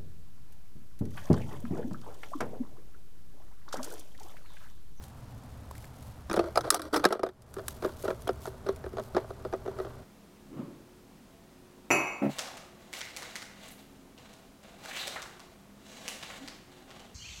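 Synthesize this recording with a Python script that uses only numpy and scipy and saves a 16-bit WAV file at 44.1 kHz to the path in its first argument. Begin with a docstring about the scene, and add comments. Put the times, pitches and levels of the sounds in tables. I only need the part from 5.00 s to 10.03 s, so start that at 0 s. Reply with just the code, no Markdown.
"""Shifting fingers knock and creak on the case of a phone held outdoors: struck and rubbed damped modes.
The other hand picks hermit crabs out of dry leaf litter: coloured sprays of tiny bursts make the leaves crackle,
bright puffs of noise with short hollow notes make the twigs snap. A few fingernail clicks ring the case.
A low distant rumble and a faint hiss, both coloured noise, lie behind.
The phone's gain control ducks everything after the loudest knocks."""
import sys
import numpy as np
from scipy import signal
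from scipy.fft import rfft, irfft
from scipy.io import wavfile
from scipy.ndimage import uniform_filter1d, minimum_filter1d

SR = 44100
rng = np.random.default_rng(int(sys.argv[2]) if len(sys.argv) > 2 else 0)


def materialize(psi):
    """Save the field psi as 16-bit PCM at rate SR to the path in sys.argv[1].

    A 1-D psi becomes a single channel; in a 2-D psi each row is a channel.
    """
    bounded = np.clip(np.atleast_2d(psi).T, -1, 1)
    quanta = np.round(bounded * 32767).astype(np.int16)
    wavfile.write(sys.argv[1], SR, quanta)


N = 221955
TIME = np.arange(N) / SR
HIT_TIME = np.arange(4096) / SR  # s, span of one short sound
ATTACK_SAMPLES = 441  # the first 10 ms, over which a short sound's level is set


def undb(db):
    """Decibels to gain."""
    return 10 ** (np.asarray(db) / 20)


def unit(x, count=None):
    """Scale to rms 1, judged over the first count samples."""
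    return x / np.sqrt(np.mean(x[:count] ** 2) + 1e-18)


def colour(x, points):
    """Filter x by a smooth curve of (f/Hz, level/dB) points, then bring it to rms 1."""
    hz, db = np.transpose(points)
    bins = np.maximum(np.fft.rfftfreq(len(x), 1 / SR), 1)
    gain = undb(np.interp(np.log(bins), np.log(hz), db))
    return unit(irfft(rfft(x) * gain, len(x)))


def add(out, s, sound):
    """Mix a sound in at s seconds."""
    i = int(np.clip(s * SR, 0, N - 1))
    out[i:i + len(sound)] += sound[:N - i]


def swell(start_s, length_s, attack_s, release_s):
    """Envelope of a stroke: it rises to its start, holds for its length and dies away."""
    rise = np.clip(1 + (TIME - start_s) / attack_s, 0, 1)
    return rise * np.exp(-np.clip((TIME - start_s - length_s) / release_s, 0, 20))


def burst(points, decay_s):
    """A dying puff of coloured noise, at rms 1 during its attack."""
    noise = colour(rng.standard_normal(len(HIT_TIME)), points)
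    return unit(noise * np.exp(-HIT_TIME / decay_s), ATTACK_SAMPLES)


def drive(force, response):
    """Sound of a body pushed by a force: the force convolved with the body's response."""
    return signal.fftconvolve(force, response)[:len(force)]


def spray(rate, spread_db, length_s):
    """Random little bursts of noise, rate per second, mostly small with a few large ones."""
    size = undb(spread_db * np.minimum(rng.exponential(size=N), 4))
    starts = (rng.random(N) < rate / SR) * size
    power = drive(starts ** 2, np.exp(-HIT_TIME / length_s))
    return np.sqrt(np.abs(power)) * rng.standard_normal(N)


def contact(slip_s, grit):
    """Force of a contact: one sharp push, then a dying spray of tiny slips."""
    force = rng.standard_normal(len(HIT_TIME)) * np.exp(-HIT_TIME / slip_s)
    force *= grit / np.linalg.norm(force)
    force[0] += 1
    return force


def ring(modes, scatter_db, detune, stretch=1):
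    """Impulse response of damped modes; each contact point weights and tunes them a little differently."""
    hz, db, t60 = np.array(modes).T[:, :, None]
    size, shift = rng.standard_normal((2, len(modes), 1))
    polarity = (-1) ** np.arange(len(modes))[:, None]
    swing = np.sin(2 * np.pi * hz * stretch * (1 + detune * shift) * HIT_TIME)
    envelope = undb(db + scatter_db * size - 60 * HIT_TIME / t60)
    return np.sum(polarity * envelope * swing, axis=0)


# spectrum of the distant rumble and hiss: f/Hz, relative level/dB per Hz
AIR_COLOUR = [(20, -8), (45, -8), (75, 1), (95, -6), (118, 0), (160, -14), (250, -11.5), (340, -23),
              (750, -20), (1300, -27), (2400, -37), (6000, -42.5), (12000, -49), (16000, -59)]
AIR_DB = -46


def air():
    """Far-off rumble with a smooth hiss above it: steady noise with a falling spectrum."""
    return undb(AIR_DB) * colour(rng.standard_normal(N), AIR_COLOUR)


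# tone of the dry leaves: f/Hz, relative level/dB
LEAF_COLOUR = [(600, -22), (1800, -16), (3500, -7), (6000, -8.5), (9000, -8.5), (13000, -7.5), (16000, -15)]
# strokes of the hand stirring the leaves: start t/s, length t/s, level/dB
RUSTLES = [(0.031, 0.028, -58), (0.756, 0.09, -60.5), (.97, 0.13, -63.5), (2.49, 1, -64),
           (2.684, 0.034, -54.5), (2.838, 0.054, -56), (3.009, 0.041, -53.5), (3.419, 0.035, -57.5),
           (4.02, 0.039, -60), (4.789, .05, -66)]
RUSTLE_ATTACK_S, RUSTLE_RELEASE_S = 0.026, .04
LITTER_DB = -67.5  # faint crackle between rustles


def leaves():
    """Dry leaves bend and scrape: countless tiny cracks, each smeared by the litter around it."""
    power = undb(LITTER_DB) ** 2
    for s, length_s, db in RUSTLES:
        stroke = undb(db) * swell(s, length_s, RUSTLE_ATTACK_S, RUSTLE_RELEASE_S)
        power = power + stroke ** 2
    crackle = spray(rate=720, spread_db=3.0, length_s=0.0014)
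    return np.sqrt(power) * colour(crackle, LEAF_COLOUR)


def scatter(t60_s, db):
    """Faint diffuse return of a crack from the ground and the rock beside it."""
    noise = colour(rng.standard_normal(len(HIT_TIME)), LEAF_COLOUR)
    return noise * undb(db - 60 * HIT_TIME / t60_s)


# tone of a brittle crack: f/Hz, relative level/dB
SPLINTERS = [(600, -20), (2000, -9.5), (6000, -0.5), (11000, 1.5), (16000, -10.5)]
# twigs and leaves snapping: t/s, crack level/dB, hollow body level/dB, body f/Hz
SNAPS = [(.038, -56.5, -60, 3560), (.436, -64, -76, 2000), (0.7109, -54, -44, 940),
         (.752, -65, -54.5, 2000), (.78, -54, -59.5, 2260), (0.842, -68, -53.5, 1900),
         (1.0261, -59, -63, 2380), (1.361, -47, -53, 5700), (2.088, -35.5, -42, 4000),
         (2.4209, -53, -60, 5060), (2.5408, -45, -50, 1390), (2.6821, -33.5, -38.5, 1516),
         (3.0257, -50, -69, 2000), (3.2208, -53, -62, 2000), (3.277, -48, -43, 3260),
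         (3.466, -52, -58, 1995), (3.761, -55.5, -61, 2420)]


def snaps():
    """Something brittle gives way: a bright crack and a short hollow note of the broken piece."""
    out = np.zeros(N)
    for s, crack_db, body_db, hz in SNAPS:
        note = np.sin(2 * np.pi * hz * HIT_TIME) * np.exp(-HIT_TIME / 0.0011)
        body = unit(drive(contact(slip_s=0.003, grit=1.9), note), ATTACK_SAMPLES)
        crack = burst(SPLINTERS, decay_s=0.0025) + scatter(t60_s=.25, db=-22)
        add(out, s, undb(crack_db) * crack + undb(body_db) * body)
    return out


# modes of the held case, before grip and palm: f/Hz, relative level/dB, t60 t/s
CASE = [(216.4, -18, 0.079), (308, -10, 0.032), (378.8, -1.5, 0.085), (466, 0.5, 0.028),
        (528.7, -2.5, 0.04), (640, -3.5, 0.043), (791, -7, 0.011), (1197, 5, 0.023), (1329, 5.5, 0.021),
        (1566, -2, 0.017), (1865.3, -8, 0.018), (2362, -17, 0.027), (3510, 2, 0.0086), (3940, 6.5, 0.0068),
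        (4824, 3.5, 0.0084), (5300, -5.5, 0.028), (5990, 2, 0.0064), (7840, -10.5, 0.0084),
        (9150, -3.5, .008), (10850, -3, 0.0025), (11700, -5.5, 0.0016)]
# the case's three registers, thud, ring and tick: from f/Hz, to f/Hz
REGISTERS = [(0, 950), (950, 2600), (2600, 16000)]


def registers():
    """The case's modes, sorted into thud, ring and tick."""
    return [[m for m in CASE if lo <= m[0] < hi] for lo, hi in REGISTERS]


# the palm lies on the case for a while and lowers its deepest modes: t/s, pitch factor
PALM = [(1.3, 0.94), (1.6, 0.88), (1.9, 0.79), (2.02, 0.816), (2.07, 1)]
PALM_BELOW_HZ = 420


def under_palm(modes, s):
    """The case's modes as the weight of the palm tunes them at s seconds."""
    factor = np.interp(s, *np.transpose(PALM))
    return [(hz * factor if hz < PALM_BELOW_HZ else hz, db, t60) for hz, db, t60 in modes]


# rasp of skin on the case: f/Hz, relative level/dB
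SKIN = [(60, -28), (180, -15), (320, 0), (700, 11), (1500, 4), (2400, -12.5), (3500, -9), (7000, -28.5),
        (16000, -49)]
# skin dragging on the case: start t/s, length t/s, level/dB, brightness level/dB
DRAGS = [(1.34, 0.048, -39.5, -14), (1.412, 0.077, -42, -19), (1.573, .02, -46, -3.5),
         (1.642, 0.15, -41, -15), (1.719, 0.041, -26.5, -2.5), (1.827, 0.044, -36, -8),
         (1.937, 0.032, -23.5, -6.5), (2.06, 0.093, -23, -17), (2.834, 0.05, -37.5, -29),
         (3.046, 0.063, -38, -21), (3.668, 0.014, -40, -27), (4.157, 0.027, -32.5, -42),
         (4.65, 0.29, -50.5, -33)]
DRAG_ATTACK_S, DRAG_RELEASE_S = 0.011, 0.018
# the hand never lies quite still once it has shifted
GRIP_FROM_S, GRIP_DB, GRIP_BRIGHT_DB = 1.3, -56, -19.5
# a brighter drag rings the panels more: level at brightness 0 dB, dB gained per dB of brightness
PANEL_DB, PANEL_FOLLOWS = -1.5, 0.51


def rub():
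    """Skin sticks and slips on the case in a dense, uneven creak that drives the modes."""
    slips = spray(rate=700, spread_db=3.5, length_s=0.001)
    low, middle, high = registers()
    panel = unit(drive(slips, ring(middle, scatter_db=0, detune=0.009)))
    tick = unit(drive(slips, ring(high, scatter_db=0, detune=0.009)))
    fizz = undb(-8) * tick + undb(-9) * colour(slips, SPLINTERS)
    rasp = undb(-8) * colour(slips, SKIN)
    grip = (GRIP_FROM_S, N / SR - GRIP_FROM_S, GRIP_DB, GRIP_BRIGHT_DB)
    out = np.zeros(N)
    for s, length_s, db, bright_db in [grip, *DRAGS]:
        # so light a touch does not stir the lowest mode
        body = ring(under_palm(low[1:], s + length_s / 2), scatter_db=2.0, detune=.008)
        thud = unit(drive(slips, body))
        panel_gain = undb(PANEL_DB + PANEL_FOLLOWS * bright_db)
        creak = thud + rasp + panel_gain * panel + undb(bright_db) * fizz
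        out += undb(db) * swell(s, length_s, DRAG_ATTACK_S, DRAG_RELEASE_S) * creak
    return out


# hard fingernail clicks on the case: t/s, crack level/dB, panel ring level/dB
CLICKS = [(1.33, -44, -37), (1.704, -8, -11.5), (1.7449, -22, -24), (1.8182, -36.5, -35.5)]


def clicks():
    """A nail strikes the case: so short a push rings the highest modes most."""
    out = np.zeros(N)
    _, middle, high = registers()
    for s, crack_db, ring_db in CLICKS:
        force = contact(slip_s=.001, grit=0.91)
        sharp_force = np.diff(force, prepend=0)  # the slope of the push favours the treble
        tick = unit(drive(sharp_force, ring(high, scatter_db=2.5, detune=0.0035)), ATTACK_SAMPLES)
        crack = tick + undb(-1.5) * burst(SPLINTERS, decay_s=0.0036)
        panel = unit(drive(force, ring(middle, scatter_db=0, detune=.01, stretch=1.03)), ATTACK_SAMPLES)
        crack = crack + scatter(t60_s=0.14, db=-26)
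        add(out, s, undb(crack_db) * crack + undb(ring_db) * panel)
    return out


def gripped(modes, stiffness, slope_db):
    """A firmer grip favours the upper modes of a register."""
    tilt_db = slope_db * np.log2(stiffness)  # per octave above the lowest mode
    return [(hz, db + tilt_db * np.log2(hz / modes[0][0]), t60) for hz, db, t60 in modes]


# finger knocks on the case: t/s, thud level/dB, hardness [0-1], grip stiffness [factor],
# lead of the light touch before it t/s [0 for none]
KNOCKS = [(1.313, -31, 0.63, 0.6, 0.015), (1.34, -26.5, 0.5, 0.89, 0), (1.365, -31.5, 0.55, 2.2, 0.00028),
          (1.373, -21.5, 0.14, 0.9, 0.0017), (1.393, -20.5, 0.41, 1.13, 0),
          (1.441, -39, 0.25, 0.97, 0.0011), (1.574, -21.5, 0.71, 1.74, 0.017), (1.608, -45, 1, 0.82, 0),
          (1.676, -32.5, 0.35, 1.37, .027), (1.744, -20.5, 0.73, 2.4, 0.0036), (1.795, -27.5, .7, 1.1, 0),
          (1.935, -29.5, 0.53, 1.05, 0.00031), (1.943, -26.5, 0.87, 2.6, 0.0023),
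          (1.963, -25, 0.87, 1.03, 0.00092), (1.999, -31.5, 0.43, 0.82, 0.0024),
          (2.042, -16.5, 0.59, 1.46, 0.0028), (2.052, -1, 0.8, 0.8, 0.0016),
          (2.106, -11.5, 0.2, 0.84, 0.0019), (2.125, -11, 0.74, 1.055, 0.00036),
          (2.152, -15.5, 0.26, 1.08, 0.028), (2.194, -20.5, .45, 1, 0.0001), (2.233, -8.5, 0.4, 1.09, 0),
          (2.265, -21.5, 0.44, 1.24, 0.0029), (2.289, -32.5, 0.62, 0.78, 0),
          (2.567, -33, 0.24, 0.78, 0.00061), (2.594, -35.5, 0.43, 1.04, 0.0095),
          (2.847, -24, 0.34, 0.88, 0.023), (3.08, -26, 0.28, 1, 0.027), (3.105, -27, 0.23, 0.86, 0.0016),
          (3.291, -24, 0.37, 0.95, 0.018), (3.456, -44, 0.55, 2.2, 0.00039),
          (3.474, -39, .4, 0.98, 0.00033), (3.688, -24, 0.39, 0.89, 0.023),
          (3.862, -35.5, 0.21, 0.85, 0.022), (3.933, -39, 0, 0.77, 0), (3.983, -31, 0.37, 1.12, 0.013),
          (3.997, -32, 0.32, 0.86, 0.0012), (4.148, -30.5, 0.33, 0.68, 0.001),
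          (4.166, -21.5, 0.32, 1.03, 0.0004), (4.244, -44.5, 0.22, 1.06, 0),
          (4.307, -42.5, 0.29, 1.06, 0.0025), (4.45, -31.5, .25, 1.01, 0),
          (4.536, -27.5, 0.27, 1.11, 0.0087), (4.678, -31.5, .2, 1.03, 0.017), (4.8, -32, .3, 1.05, 0.013),
          (4.867, -39.5, 0.31, 1, 0.018)]
# the touch before a knock: its level before a 0 dB knock, dB gained per dB of the knock, extra hardness
TOUCH_DB, TOUCH_FOLLOWS, TOUCH_HARDER = -26.5, 0.3, 0.099
# the finger settles after a knock: delay, its spread, level against the knock, share of hardness left
SETTLE_S, SETTLE_SPREAD_S, SETTLE_DB, SETTLE_HARDNESS = .014, .002, -13, 0.58


def touches():
    """A finger touches lightly, knocks, then settles: each contact as (s, level dB, hardness, stiffness)."""
    for s, db, hardness, stiffness, lead_s in KNOCKS:
        if lead_s > 0:
            yield s - lead_s, TOUCH_DB + TOUCH_FOLLOWS * db, hardness + TOUCH_HARDER, stiffness
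        yield s, db, hardness, stiffness
        settled_s = s + SETTLE_S + SETTLE_SPREAD_S * rng.standard_normal()
        yield settled_s, db + SETTLE_DB, hardness * SETTLE_HARDNESS, stiffness


# ring and tick against the thud: level/dB for the softest contact, level/dB for the hardest
RING_DB, TICK_DB = (-19, 2), (-39.5, 0.5)


def knocks():
    """A finger creeps, catches and lets go: the whole case thuds, its panels ring and the contact ticks."""
    out = np.zeros(N)
    low, middle, high = registers()
    for s, db, hardness, stiffness in touches():
        # a harder contact rings and ticks more
        ring_db, tick_db = (soft + hardness * (hard - soft) for soft, hard in (RING_DB, TICK_DB))
        held = gripped(under_palm(low, s), stiffness, slope_db=21.5)
        body = ring(held, scatter_db=2, detune=0.025, stretch=stiffness ** 0.11)
        # the heavy body takes a moment to get moving
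        onset = 1 - np.exp(-HIT_TIME / 0.00039)
        thud = unit(drive(contact(slip_s=0.01, grit=0.31), body) * onset, ATTACK_SAMPLES)
        push = contact(slip_s=0.006, grit=0.68)
        panel = unit(drive(push, ring(middle, scatter_db=-3, detune=0.04)), ATTACK_SAMPLES)
        scrape = contact(slip_s=0.0031, grit=4.6)
        tick = unit(drive(scrape, ring(high, scatter_db=5.5, detune=0.055)), ATTACK_SAMPLES)
        # the skin's own rasp fills in between the resonances
        panel = panel + burst(SKIN, decay_s=0.0068)
        # the harder the contact, the more it splinters into the top octave
        tick = tick + undb(0.22 * tick_db - 6.5) * burst(SPLINTERS, decay_s=0.0052)
        add(out, s, undb(db) * (thud + undb(ring_db) * panel + undb(tick_db) * tick))
        # the skin creeps for a few milliseconds before it breaks loose: a puff played backwards
        creep = burst(SKIN, decay_s=0.0059)[::-1]
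        add(out, s - HIT_TIME[-1], undb(db + ring_db - 17) * creep)
    return out


def scene():
    """Everything as it reaches the one microphone."""
    return (knocks() + rub() + clicks() + snaps() + leaves() + air())[None]


# the phone's gain control: ceiling, time for which it stays down, speed at which it comes back
CEILING_DB, HOLD_S, RECOVER_DB_PER_S = -14, 0.073, 32.5


def gain_control(x):
    """Turn down just ahead of anything over the ceiling, hold, then come back at a steady rate."""
    window, ahead = 330, 130  # samples
    loudness_db = 10 * np.log10(np.abs(uniform_filter1d(x ** 2, window)) + 1e-18)
    needed_db = np.minimum(CEILING_DB - loudness_db, 0)
    half = int(HOLD_S * SR / 2) + ahead
    held_db = minimum_filter1d(needed_db, 2 * half + 1, origin=half - ahead)
    # a running minimum against a rising ramp limits the speed of recovery
    recovery_db = RECOVER_DB_PER_S * TIME
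    gain_db = np.minimum.accumulate(held_db - recovery_db, axis=-1) + recovery_db
    return x * undb(uniform_filter1d(gain_db, ahead))


TOP_HZ = 16000


def record(dry):
    """The gain control ducks after the loudest knocks, a fast limiter holds the peaks; the top is cut."""
    ducked = gain_control(dry)
    ceiling, size = .56, 45  # amplitude, samples
    needed = ceiling / np.maximum(np.abs(ducked), ceiling)
    gain = uniform_filter1d(minimum_filter1d(needed, size), size)
    top_cut = signal.ellip(8, .2, 70, TOP_HZ, fs=SR, output="sos")
    return signal.sosfilt(top_cut, gain * ducked)


dry = scene()
out = record(dry)
materialize(out)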